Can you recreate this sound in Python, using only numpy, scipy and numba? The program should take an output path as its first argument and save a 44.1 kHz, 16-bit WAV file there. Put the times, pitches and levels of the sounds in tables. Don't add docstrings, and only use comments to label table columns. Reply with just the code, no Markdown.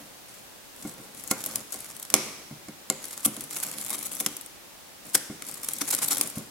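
import sys
import numpy as np
from scipy import signal
from scipy.fft import rfft, irfft, next_fast_len
from scipy.io import wavfile
from scipy.ndimage import uniform_filter1d, map_coordinates
from numba import njit

SR = 44100
rng = np.random.default_rng(int(sys.argv[2]) if len(sys.argv) > 2 else 0)


def wav_out(sig):
    wavfile.write(sys.argv[1], SR, np.round(np.clip(np.atleast_2d(sig).T, -1, 1) * 32767).astype(np.int16))


N = 286650

# f/Hz, level/dB, t60/s
BOX_MODES = [(99.4, -8, 0.066), (125, -9.5, 0.22), (153.6, -6, 0.24), (217.3, 2, 0.12), (293, 0, 0.14),
             (387.5, -7, 0.18), (481.4, -1.5, 0.049), (528, -5.5, 0.22), (634, 5, 0.052), (761, 3, 0.094),
             (1088, 15.5, 0.031), (1230, -30, 0.023), (1407, 5.5, 0.095), (2150, 11, 0.089)]
# f/Hz, coherence/0-1
NEAR_COHERENCE = [(100, 0.95), (500, 0.63), (2000, 0.57), (8000, 0.22), (15000, 0.073)]
PANEL_FALL = 0.77


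def snaps(clawing, crack_t60_s=0.015, flex_t60_s=0.018, tip_t60_s=0.00068, gain_db=3, tip_db=3):
    # t/s, level/dB, brightness/dB, left-right/dB
    catches = [(1.4397, -30, 0, 1), (1.4617, -30, 6, -2), (1.5575, -24.5, 3, 3), (1.742, -34, 2, -1),
               (1.9977, -45, 9, 5), (2.0277, -35.5, 3, 0), (2.051, -39, -3, 0), (2.1017, -28.5, -2.5, 1),
               (2.1401, -5.5, -4.5, -1.5), (2.685, -41, -14, 0), (2.9001, -19.5, -3.5, 2),
               (3.042, -34, -3, 0), (3.366, -32.5, -5, 2), (3.408, -32, 1.5, -1), (3.7842, -33, -3, -10),
               (3.813, -35, 6, 1), (3.8633, -31, 0, 0), (3.9038, -33.5, 9, -3), (4.1314, -43, 12.5, 4),
               (4.2626, -17.5, -5.5, 2), (4.3668, -34.5, 4.5, 3), (4.411, -42, 6, 8),
               (4.461, -46.5, 9.5, 4), (5.4223, -37, -19.5, 2), (5.646, -37.5, 9, -2),
               (5.687, -25.5, -1, 1), (5.7348, -38.5, 15.5, 2), (5.949, -26.5, 6, 4),
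               (6.1703, -26, -1.5, 4.8), (6.2115, -18, -1, 3)]
    force, t = np.zeros((3, 2, N)), np.arange(SR // 20) / SR
    t60_s = np.array([flex_t60_s, crack_t60_s, crack_t60_s])[:, None, None]
    decay = amp(-60 * t / t60_s) + amp(tip_db - 60 * t / tip_t60_s)
    for s, db, bright_db, pan_db in catches + small_catches(clawing):
        panel_db = -15.5 - PANEL_FALL * bright_db
        add(force, s, amp(db + gain_db) * shares(panel_db, bright_db, pan_db) * decay)
    return force


def small_catches(clawing, median_rate_hz=18):
    draws = rng.standard_normal((300, 4))
    times = np.cumsum(np.exp(.5 * draws[:, 0])) / median_rate_hz
    return [(s, 20 * np.log10(clawing[int(s * SR)] + 1e-9) - 1 + 2.5 * size,
             6.5 + 3 * bright, 8 + 4.5 * pan)
            for s, (_, size, bright, pan) in zip(times, np.clip(draws, -2, 2)) if s < N / SR]


def rips(edge_s=0.0011, release_t60_s=0.011, gain_db=-2.5, lead_s=0.014, lead_db=-14, usual_db=-39):
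    # t/s, length/s, level/dB, brightness/dB, left-right/dB
    pulls = [(1.309, 0.0073, -19.5, -3, -1.5), (3.248, .013, -20.5, 4.5, 1), (3.562, 0.0095, -31, 0, -1),
             (3.738, 0.0067, -42, 1, .5), (3.628, 0.01, -30.5, 1, -1), (3.893, 0.024, -39.5, 4, 1.3),
             (3.927, 0.0284, -36.5, 3, 3), (4.055, 0.013, -36, 5.5, 2.5), (4.1996, .009, -27, 3, 2),
             (5.144, 0.012, -18.5, 1, 3), (5.485, 0.011, -37, 4.5, 2), (5.809, 0.011, -24, -4, 3.5),
             (5.875, 0.015, -33, 0, 1.3), (5.903, 0.011, -28.5, 5, -1), (5.924, 0.017, -28, -0.5, 1.5),
             (5.987, 0.0022, -22.5, -1, -1), (6.019, 0.03, -28.5, 1, 1), (6.08, 0.0064, -30.5, 8.5, 4),
             (6.107, 0.026, -26.5, 0.5, 1.5)]
    force, t = np.zeros((3, 2, N)), np.arange(SR // 10) / SR - lead_s
    for s, length_s, db, bright_db, pan_db in pulls:
        creak = amp(lead_db) * np.minimum(1 + t / lead_s, 1)
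        tear = 1 - np.exp(-np.maximum(t, 0) / edge_s)
        pull = (creak + tear) * amp(db + gain_db - 60 * np.maximum(t - length_s, 0) / release_t60_s)
        panel_db = -5.5 - PANEL_FALL * bright_db - 0.38 * (db - usual_db)
        add(force, s - lead_s, shares(panel_db, bright_db, pan_db) * pull)
    return force * fibre_breaks(rate_hz=2000, spread_db=3.5, life_s=.00025, friction=.3)


def scratching(clawing, gain_db=-2):
    slide = amp(gain_db) * clawing * unit(amp(2.7 * wobble(70)))
    breaks = fibre_breaks(rate_hz=450, spread_db=6, life_s=.0005, friction=.35)
    return shares(panel_db=-10, fine_db=0, pan_db=0) * slide * breaks


def fibre_breaks(rate_hz, spread_db, life_s, friction):
    breaks = rng.random(N) < rate_hz / SR
    strength = amp(spread_db * np.clip(rng.standard_normal(N), -2, 2))
    power = signal.lfilter([1], [1, -np.exp(-2 / (life_s * SR))], breaks * strength ** 2)
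    return np.sqrt(power / power.mean() + friction) / np.sqrt(1 + friction)


def shares(panel_db, fine_db, pan_db, fine_left_db=1):
    return np.array([amp(panel_db) * placed(pan_db / 2), placed(pan_db),
                     amp(fine_db) * placed(pan_db + fine_left_db)])


def cardboard(force):
    # f/Hz, level/dB
    panel = [(120, -32.5), (280, 0), (520, -1), (660, -5.5), (800, 1.5), (950, -3.5), (1150, 2), (1450, -1),
             (1750, -7), (2180, 1), (2700, -5.5), (5000, -29.5), (14000, -32)]
    liner = [(200, -53), (1500, -13), (2700, -11), (3300, -5), (3900, -5.5), (4500, -4), (5100, -3.5),
             (5700, -0.5), (6200, -3), (6900, 2.5), (7900, -0.5), (8800, -6), (11000, 2), (15500, -33)]
    fine_fibres = [(200, -69), (5000, -53), (8000, 2), (10200, 1), (12300, 0.5), (14000, -4.5), (15500, -9)]
    # delay/s, level/dB
    flaps = [(.0013, -6), (.0072, -18), (0.0105, -20), (0.024, -20.5)]
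    out = np.zeros((2, N))
    for drive, spectrum in zip(force, (panel, liner, fine_fibres)):
        power = drive ** 2
        for delay_s, db in flaps:
            add(power, delay_s, (amp(db) * drive) ** 2)
        out += colour(np.sqrt(power) * corrugations(noise(NEAR_COHERENCE)), spectrum)
    return out


def corrugations(x, depth_db=2.5):
    z = signal.stft(x, SR, nperseg=512)[2]
    ripple = uniform_filter1d(rng.standard_normal(z.shape[1:]), size=4, axis=0)
    ripple = uniform_filter1d(ripple, size=9, axis=1)
    return signal.istft(z * unit(amp(depth_db * unit(ripple))), SR, nperseg=512)[1][:, :N]


def knocks(push_t60_s=0.0074, push_db=2, scatter_db=1.5, width_oct=0.77, attack_s=0.0018):
    # t/s, level/dB, most excited f/Hz, t60 factor
    blows = [(.85, -33, 257, .7), (1.0, -47, 278, .8), (1.311, -28.5, 360, 0.6), (1.313, -33, 1050, 1.0),
             (1.743, -44.5, 396, 1.2), (2.14, -27, 440, 1.2), (2.509, -40.5, 112, 1.0),
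             (2.684, -38.5, 230, 0.57), (2.901, -32, 390, 0.85), (3.256, -32.5, 242, 0.87),
             (3.272, -37.5, 228, 0.59), (3.369, -44, 258, 1.5), (3.91, -47.5, 337, 4.8),
             (4.206, -40, 372, 1.4), (4.262, -37, 292, .89), (5.156, -38.5, 302, 0.7),
             (5.299, -35, 236, 0.84), (5.814, -38, 302, 0.89), (6.371, -34, 184, 0.63)]
    out, t = np.zeros(N), np.arange(SR // 2) / SR
    hz, mode_db, t60_s = np.transpose(BOX_MODES)[:, :, None]
    for s, db, pitch_hz, t60_factor in blows:
        size, phase = rng.standard_normal((2, len(BOX_MODES), 1))
        decay = amp(mode_db + scatter_db * size - 60 * t / (t60_s * t60_factor))
        modes = decay * np.sin(2 * np.pi * hz * t + np.pi * phase)
        ring = (modes / (1 + (np.log2(hz / pitch_hz) / width_oct) ** 2)).sum(0)
        band = signal.butter(2, [pitch_hz * .45, pitch_hz * 1.6], "bandpass", fs=SR)
        push = unit(signal.lfilter(*band, rng.standard_normal(len(t))))
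        blow = ring / np.std(ring[:SR // 32]) + push * amp(push_db - 60 * t / push_t60_s)
        add(out, s, amp(db) * blow * (1 - np.exp(-t / attack_s)))
    return np.array([out, out])


def fur(rubbing, rub_db=-3, ring_db=-4, soft_hz=350):
    # f/Hz, level/dB
    rub_spectrum = [(40, -9), (100, -17), (160, -1.5), (220, -2.5), (260, 3), (295, 15.5), (350, -23.5),
                    (500, 8), (800, -5), (1300, -5.5), (2500, -9), (6000, -13.5)]
    slide = rubbing * unit(amp(3.35 * wobble(35)))
    t = np.arange(SR // 3) / SR
    hz, mode_db, t60_s = np.transpose(BOX_MODES)[:, :, None]
    modes = amp(mode_db - 60 * t / t60_s) * np.cos(2 * np.pi * hz * t) / (1 + (hz / soft_hz) ** 2)
    modes[::2] *= -1
    response = modes.sum(0)
    ring = signal.fftconvolve(slide * rng.standard_normal(N), response / np.linalg.norm(response))[:N]
    return amp(rub_db) * colour(slide * noise(NEAR_COHERENCE), rub_spectrum) + amp(ring_db) * ring


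def effort(attack_s=0.0094, release_t60_s=0.34):
    # start/s, end/s, start level/dB, end level/dB, rubbing re clawing/dB
    bouts = [(-.05, 0.047, -51, -60, 12.5), (.28, 0.348, -53, -53.5, -2.5), (0.73, 0.877, -63, -45, 1),
             (0.973, 1.04, -55.5, -55.5, 7.5), (1.143, 1.557, -49.5, -42, -2),
             (1.702, 2.02, -42, -50.5, -11), (2.095, 2.276, -48, -54, 5), (3.013, 3.218, -44, -44.5, -15.5),
             (3.327, 3.426, -53, -44.5, -4), (3.5, 4.31, -38, -45.5, -10.5),
             (5.043, 5.124, -49, -46.5, -4.5), (5.41, 5.57, -48, -45.5, -7),
             (5.619, 6.24, -43.5, -35.5, -8), (6.351, 6.482, -36.5, -58, -3)]
    clawing, rubbing, t = np.zeros(N), np.zeros(N), np.arange(N) / SR
    for start, end, first_db, last_db, rub_db in bouts:
        db = np.interp(t, [start, end], [first_db, last_db])
        release_db = -60 * np.maximum(t - end, 0) / release_t60_s
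        bout = np.clip((t - start) / attack_s, 0, 1) * amp(db + release_db)
        clawing = np.maximum(clawing, bout)
        rubbing = np.maximum(rubbing, amp(rub_db) * bout)
    return clawing, rubbing


def room(x, wet_db=-12.5, build_s=0.0009, blur_oct=0.093):
    # f/Hz, t60/s
    decay_times = [(150, 0.69), (500, 1), (2000, 0.88), (6000, 0.93), (10000, 0.73), (15000, 0.48)]
    # f/Hz, level/dB
    tail_spectrum = [(40, -29), (90, -10), (150, -2), (280, 0), (600, -3.5), (2000, 2), (5000, -1),
                     (8000, -4.5), (11000, -4), (15500, -7)]
    # f/Hz, coherence/0-1
    tail_coherence = [(100, 0.52), (400, 0.92), (1200, 0.58), (4000, 0.06)]
    hz, t, z = signal.stft(x.mean(0), SR, nperseg=256)
    octave = np.log2(hz + 1)
    blur = np.exp(-((octave[:, None] - octave) / blur_oct) ** 2)
    sent = blur / blur.sum(1, keepdims=True) @ abs(z) ** 2
    linger = (amp(-60 * t / along(decay_times, hz)[:, None]) * (1 - np.exp(-t / build_s))) ** 2
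    energy = signal.fftconvolve(sent, linger / linger.sum(1).mean(), axes=1)[:, :len(t)]
    field = signal.stft(noise(tail_coherence), SR, nperseg=256)[2]
    tail = signal.istft(field / np.std(field) * np.sqrt(abs(energy)), SR, nperseg=256)[1][:, :N]
    return amp(wet_db) * colour(tail, tail_spectrum)


def hiss(level_db=-47.5):
    # f/Hz, level/dB
    air_spectrum = [(12, -57), (20, -11), (65, -6.5), (98, -6.5), (285, -3.5), (446, -5.5), (527, -4.5),
                    (590, -3.5), (642, -4.5), (802, -5), (1190, -8), (3070, -10), (3530, -10), (10200, -13),
                    (16000, -15.5)]
    # f/Hz, coherence/0-1
    air_coherence = [(60, 0.1), (150, 0), (380, 0.06), (950, 0.1), (2380, 0), (5980, 0.01), (15000, 0.1)]
    return amp(level_db) * colour(noise(air_coherence), air_spectrum)


def amp(db):
    return 10 ** (np.asarray(db) / 20)


def unit(x):
    return x / np.sqrt(np.mean(x ** 2) + 1e-20)


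def placed(pan_db):
    return amp([[pan_db / 2], [-pan_db / 2]])


def along(points, hz):
    f, v = np.transpose(points)
    return np.interp(np.log(hz + 1), np.log(f + 1), v)


def add(track, s, sound):
    i = max(0, round(s * SR))
    part = track[..., i:i + sound.shape[-1]]
    part += sound[..., :part.shape[-1]]


def wobble(rate_hz):
    knots = rng.standard_normal(int(N * rate_hz / SR) + 4)
    return map_coordinates(knots, [np.arange(N) * rate_hz / SR])


def colour(x, spectrum):
    m = 2 * next_fast_len(N)
    gain = unit(amp(along(spectrum, np.fft.rfftfreq(m, 1 / SR))))
    cepstrum = irfft(np.log(gain))
    cepstrum[1:m // 2] *= 2
    cepstrum[m // 2 + 1:] = 0
    return irfft(rfft(x, m) * np.exp(rfft(cepstrum)), m)[..., :N]


def noise(coherence):
    turn = np.arccos(np.clip(along(coherence, np.fft.rfftfreq(N, 1 / SR)), 0, 1)) / 2
    mid, side = irfft(rfft(rng.standard_normal((2, N))) * [np.cos(turn), np.sin(turn)], N)
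    return np.array([mid + side, mid - side])


@njit
def follower(level, attack, release):
    out, now = np.empty_like(level), 0.0
    for i in range(len(level)):
        now += (level[i] - now) * (attack if level[i] > now else release)
        out[i] = now
    return out


def scene():
    clawing, rubbing = effort()
    force = np.sqrt(snaps(clawing) ** 2 + rips() ** 2 + scratching(clawing) ** 2)
    claws = cardboard(force)
    box = knocks() + fur(rubbing)
    return claws + box + room(claws + amp(0.5) * box) + hiss()


def record(dry, limit_db=-9, attack_s=0.0016, release_s=0.013, top_hz=16000):
    level = follower(abs(dry).max(0), 1 / (attack_s * SR), 1 / (release_s * SR))
    ducked = dry / np.maximum(level / amp(limit_db), 1)
    clipped = np.clip(ducked, -1, 1)
    return irfft(rfft(clipped) * (np.fft.rfftfreq(N, 1 / SR) < top_hz), N)


dry = scene()
out = record(dry)
wav_out(out)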